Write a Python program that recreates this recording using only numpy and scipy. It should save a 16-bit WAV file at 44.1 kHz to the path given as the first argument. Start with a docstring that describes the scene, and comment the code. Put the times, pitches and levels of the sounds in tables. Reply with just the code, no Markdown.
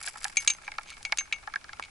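"""Wire mesh rustles and ticks over faint outdoor air and wind rumble: a chain-link gate is being
handled and latched, close to the stereo microphone of a small camera. Dull taps ring briefly in
something small and hollow. The steel latch clinks as it is struck and rasps as it slides,
and one dead knock comes near the end. The fence rings on after each blow."""
import sys
import numpy as np
from scipy import signal
from scipy.fft import rfft, irfft
from scipy.io import wavfile

SR = 44100
rng = np.random.default_rng(int(sys.argv[2]) if len(sys.argv) > 2 else 0)


def master_out(mix):
    """Clip the mix to full scale and print it as 16-bit PCM to the path in sys.argv[1]."""
    frames = np.transpose(np.atleast_2d(mix))
    ceiling = np.clip(frames, -1, 1)
    pcm = np.round(ceiling * 32767).astype(np.int16)
    wavfile.write(sys.argv[1], SR, pcm)


N = 83790
T = np.arange(8192) / SR  # time axis of one contact, s
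HZ = np.fft.rfftfreq(len(T), 1 / SR)
TAP_LIKENESS, TAP_SNAP, WIRE_LIKENESS = 0.49, 0.2, 0.81  # likeness: 1 is the same left and right

# how strongly the mesh stirs: t/s, level/dB
MESH_MOTION = [(0, -48.5), (.085, -41.5), (.13, -56), (.23, -43), (.35, -55.5), (.42, -47), (.6, -64),
               (1.1, -62.5), (1.9, -83)]
# main modes of the steel latch, a low pair and a high pair: f/Hz, t60/s
LATCH_MODES = [(2218, 0.16), (2342, 0.054), (6335, 0.11), (6555, 0.038)]
# spectrum of steel meeting steel: f/Hz, level/dB
STEEL_COLOUR = [(300, -51), (1000, -16), (1870, -9), (2300, -1.5), (4400, -5), (5400, -14.5), (7200, -12),
                (11000, -27.5)]


def amp(db):
    """Decibels to gain."""
    return 10 ** (np.asarray(db) / 20)


def unit(x):
    """Scales to rms 1."""
    return x / np.sqrt(np.mean(x ** 2) + 1e-20)


def read(points, hz):
    """Reads a curve on a log-frequency axis."""
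    f, value = np.transpose(points)
    return np.interp(np.log(hz + 1), np.log(f), value)


def add(mix, start, sound):
    """Mixes a stereo sound in at start seconds."""
    part = mix[:, max(round(start * SR), 0):][:, :sound.shape[1]]
    part += sound[:, :part.shape[1]]


def stereo_noise(likeness, size):
    """Left and right noise that share the given part of their power."""
    noise = rng.standard_normal((3, size))
    return np.sqrt(likeness) * noise[0] + np.sqrt(1 - likeness) * noise[1:]


def colour(x, points, tilt_db=0):
    """Minimum-phase filter with the given spectrum, tilted by tilt_db an octave above 2 kHz."""
    octaves = np.log2(np.maximum(HZ, 2000) / 4000)
    log_gain = np.log(amp(read(points, HZ) + tilt_db * octaves))
    log_response = np.conj(signal.hilbert(np.r_[log_gain, log_gain[-2:0:-1]]))
    impulse = np.fft.ifft(np.exp(log_response)).real
    return signal.fftconvolve(x, impulse[None, :len(T) // 4], axes=1)[:, :x.shape[1]]


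def resonate(x, hz, width_hz):
    """One resonance of peak gain 1."""
    return signal.lfilter(*signal.iirpeak(hz, hz / width_hz, SR), x)


def contact(t60, likeness, snap=0):
    """A snap and a dying chatter, with an even spectrum and energy 1."""
    fade = amp(-60 * T / t60)
    chatter = unit(stereo_noise(likeness, len(T)) * fade) / np.sqrt(len(T))
    chatter[:, 0] += snap
    for _ in range(2):  # flatten the spectrum, then restore the decay
        spectrum = rfft(chatter)
        chatter = irfft(spectrum / (abs(spectrum) + 1e-9)) * np.sqrt(fade)
    return unit(chatter) / np.sqrt(len(T))


def friction(per_s, spread_db):
    """Tiny slips of uneven size at random moments, nearly alike left and right."""
    slipping = rng.random(N) < per_s / SR
    size = amp(spread_db * np.minimum(rng.exponential(1, N), 4))
    return stereo_noise(0.94, N) * slipping * size


def outdoor_air():
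    """Wide, faint hiss over a low wind rumble in the centre."""
    # spectrum of the air: f/Hz, relative level/dB
    air_colour = [(12, 6), (20, 2.5), (416, -14.5), (1560, -11), (1930, -20.5), (2260, -7), (3020, -18.5),
                  (4850, -18), (11000, -22.5), (14300, -66)]
    # left-right likeness of the air: f/Hz, shared part of the power
    air_likeness = [(60, 1), (200, 0.032)]
    hz = np.fft.rfftfreq(N, 1 / SR)
    likeness = read(air_likeness, hz)
    noise = rfft(rng.standard_normal((3, N)))
    spectrum = np.sqrt(likeness) * noise[0] + np.sqrt(1 - likeness) * noise[1:]
    return amp(-54) * unit(irfft(spectrum * amp(read(air_colour, hz)), N))


def mesh_rustle():
    """Wires rub in short soft slips, each ringing the mesh in its own mix of resonances."""
    # resonances of the wires: f/Hz, relative level/dB
    wire_modes = [(2350, -1), (5150, -1), (7400, -1), (10300, -1.5)]
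    slips = friction(per_s=260, spread_db=3)
    rings = 0
    for hz, db in wire_modes:
        uneven = slips * amp(rng.uniform(-4.9, 4.55, N))
        rings += amp(db) * resonate(uneven, hz, width_hz=1100)
    rustle = signal.fftconvolve(rings, contact(0.036, WIRE_LIKENESS), axes=1)[:, :N]
    level_db = np.interp(np.arange(N) / SR, *np.transpose(MESH_MOTION))
    return amp(level_db) * unit(rustle)


def along_fence(x):
    """Bending waves carry the treble along the fence faster than the bass."""
    delay_at_1khz_s = 0.000451
    return irfft(rfft(x) * np.exp(-4j * np.pi * delay_at_1khz_s * np.sqrt(1000 * HZ)))


def hollow_tap(low_db, mid_db, upper_db, top_db, click_db):
    """A click, then damped hollow resonances; sharp, heavy blows also wake the deepest."""
    # resonances of the small hollow body: f/Hz, width of each of two filter passes/Hz
    hollow_modes = [(700, 132), (850, 185), (1290, 303), (1630, 235), (2230, 292)]
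    # spectrum of the click: f/Hz, level/dB
    click_colour = [(500, -23), (1500, -5), (5200, -0.5), (8000, -20.5)]
    blow = contact(0.035, TAP_LIKENESS, TAP_SNAP)
    deepest_db = (low_db + click_db) / 2
    body = 0
    for (hz, width), db in zip(hollow_modes, [deepest_db, low_db, mid_db, upper_db, top_db]):
        hz *= 1 + rng.uniform(-0.0492, 0.037)  # each blow lands elsewhere
        body += amp(db) * resonate(resonate(blow, hz, width), hz, width)
    click = colour(contact(0.02, TAP_LIKENESS, TAP_SNAP), click_colour)
    return along_fence(body) + amp(click_db) * click


def patter():
    """Many faint taps at irregular moments, stronger while the mesh moves."""
    per_s = 35
    count = int(np.ceil(N / SR * per_s))
    times, motion_db = np.transpose(MESH_MOTION)
    out = np.zeros((2, N))
    for start in (np.arange(count) + rng.random(count)) / per_s:
        stir_db = 0.21 * (np.interp(start, times, motion_db) - motion_db.mean())
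        low, mid, upper, top, click = rng.normal(stir_db - 8, 3, 5)
        add(out, start, hollow_tap(low - 3, mid, upper, top, click - 14))
    return out


def wire_ticks():
    """The mesh wires tick in short, bright contacts."""
    # wire contacts: t/s, level/dB
    ticks = [(0.034, -8.5), (.053, -14), (0.183, -14.5), (0.232, -11), (0.2437, 4.5), (.282, -9.5),
             (0.408, -11.5), (0.422, -13.5), (.536, -13.5), (0.6226, -23), (.833, -18.5), (.903, -11.5),
             (1.029, -13), (1.174, -2)]
    # spectrum of a tick: f/Hz, level/dB
    tick_colour = [(400, -40), (1500, -3), (2300, -8.5), (5000, 0), (7500, -4), (10500, -6)]
    out = np.zeros((2, N))
    for start, db in ticks:
        add(out, start, amp(db) * colour(contact(0.028, WIRE_LIKENESS, snap=0.54), tick_colour))
    return out


def dull_taps():
    """Distinct blows ring the hollow body as the gate is handled."""
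    # blows: t/s, level/dB of the four upper hollow resonances from low to high, click level/dB
    blows = [(0.0752, -1, -11, 10.5, 8.5, -1.5), (0.1556, 1.5, 3, 1, -19, -29),
             (0.2498, 12.5, 7, 14, 11.5, -15), (.678, 8, 3, 7, 10.5, -15), (0.7179, -4, -5, 1, 5.5, -10.5),
             (0.7834, 7, 14.5, 8.5, 10.5, -4.5), (1.051, -19, -3.5, -24, -14, 0),
             (1.1227, 11.5, 12, 17, 23, 8), (1.208, -17, -3, 5.5, 4.5, -12),
             (1.4739, 10, 9, 11, -19, -14.5), (1.5378, 0, 9, 10.5, 6, -9.5), (1.558, -1, 1, 19.5, 8, -6.5),
             (1.643, -15, -1.5, -0.5, -17, -14), (1.692, -10, -6.5, 4.5, -4.5, -18.5),
             (1.7317, -4.5, 1, -14, 0.5, -9.5)]
    out = np.zeros((2, N))
    for start, *levels_db in blows:
        add(out, start, hollow_tap(*levels_db))
    return out


def steel_mode(hz, db, t60, spread_turns):
    """One dying partial of the latch, spread_turns apart in phase between left and right."""
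    turns = hz * T + rng.random() + spread_turns * np.array([[0.5], [-0.5]])
    return amp(db - 60 * T / t60) * np.sin(2 * np.pi * turns)


def latch_clinks():
    """Steel hits the latch: a crack, a dense clash, then its modes ring on."""
    # strikes: t/s, clash level/dB, treble tilt/(dB per octave), level/dB of each main mode
    strikes = [(0.3697, 9.5, 5, -27.5, -14.5, -20, -16), (0.4755, 15, 4, -37, -19, -21, -10.5),
               (.5008, 9, 4, -44, -23.5, -24.5, -16), (1.0502, -4, -1, -33.5, -27.5, -47, -37),
               (1.1845, 6, 0.5, -33, -30, -21, -22), (1.325, 5, -5, -31, -20, -37, -50)]
    # weaker latch modes, which follow the clash: f/Hz, relative level/dB, t60/s
    weak_modes = [(2611, -41, 0.08), (2765, -42, .08), (2852, -41, 0.08), (3832, -38, .045),
                  (4100, -39, 0.028), (4950, -36.5, 0.028), (6876, -37, 0.03), (7468, -36.5, 0.028),
                  (8560, -40, 0.024)]
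    rise_s, lean_left = 0.00192, amp([[3.5], [-3.5]])
    out = np.zeros((2, N))
    for start, clash_db, tilt_db, *mode_db in strikes:
        main = [steel_mode(hz, db, t60, 0.089) for (hz, t60), db in zip(LATCH_MODES, mode_db)]
        ring = lean_left * sum(main[:2]) + sum(main[2:])
        for hz, db, t60 in weak_modes:
            ring += steel_mode(hz, db + clash_db + tilt_db * np.log2(hz / 4000), t60, 0.1)
        clash = contact(t60=0.078, likeness=0.87, snap=0.17)
        crack = amp(-3) * contact(t60=0.036, likeness=0.87)
        hit = amp(clash_db) * colour(clash + crack, STEEL_COLOUR, tilt_db)
        add(out, start, hit + ring * np.minimum(T / rise_s, 1))
    return out


def latch_scrapes():
    """Dense slips of the sliding latch rasp and leave three of its main modes ringing."""
    # steel sliding on steel: middle t/s, half length/s, level/dB, gain of the high ring/dB
    slides = [(0.652, 0.0054, -51, 28.5), (0.904, 0.021, -44, 21), (1.826, 0.0025, -42, 10),
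              (1.844, 0.0089, -46, -4)]
    t = np.arange(N) / SR
    rasp = unit(colour(friction(per_s=1500, spread_db=2.2), STEEL_COLOUR))
    out = np.zeros((2, N))
    for middle, half_length, db, high_db in slides:
        slips = rasp * amp(db) * np.exp(-0.5 * ((t - middle) / half_length) ** 2)
        low, twin, high = (resonate(slips, hz, np.pi / t60) for hz, t60 in LATCH_MODES[:3])
        out += slips + amp(11) * (low + twin) + amp(high_db) * high
    return out


def dead_knock():
    """One blow that dies almost at once."""
    # spectrum of the knock: f/Hz, level/dB
    knock_colour = [(80, -18), (650, -11.5), (1500, 0.5), (2200, -17), (10000, -30.5)]
    return amp(9.1) * colour(contact(0.013, TAP_LIKENESS, TAP_SNAP), knock_colour)


def fence_ring(gate):
    """The fence rings on briefly after every contact at the gate."""
    # spectrum of the ringing fence: f/Hz, level/dB
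    fence_colour = [(400, -1), (900, 16.5), (2600, 3.5), (11000, -5.5)]
    t60, size = 0.066, N // 2
    fade = amp(-60 * np.arange(size) / SR / t60)
    tail = unit(stereo_noise(0.98, size) * fade) / np.sqrt(size)
    return amp(-22.5) * signal.fftconvolve(gate, colour(tail, fence_colour), axes=1)[:, :N]


def scene():
    """The gate from close by, with the fence ringing and open air around it."""
    gate = latch_scrapes() + mesh_rustle() + patter() + latch_clinks() + dull_taps() + wire_ticks()
    add(gate, start=1.7968, sound=dead_knock())
    return gate + fence_ring(gate) + outdoor_air()


def record(dry):
    """The small camera's microphone: the treble drops by a steep step, then ends."""
    shelf_hz, shelf_db, edge_hz = 11077, -35, 15800
    below_shelf = signal.oaconvolve(dry, signal.firwin(127, shelf_hz, fs=SR)[None], "same")
    shelved = below_shelf + amp(shelf_db) * (dry - below_shelf)
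    lowpass = signal.firwin(255, edge_hz, window=("kaiser", 9), fs=SR)
    return signal.oaconvolve(shelved, lowpass[None], "same")


dry = scene()
out = record(dry)
master_out(out)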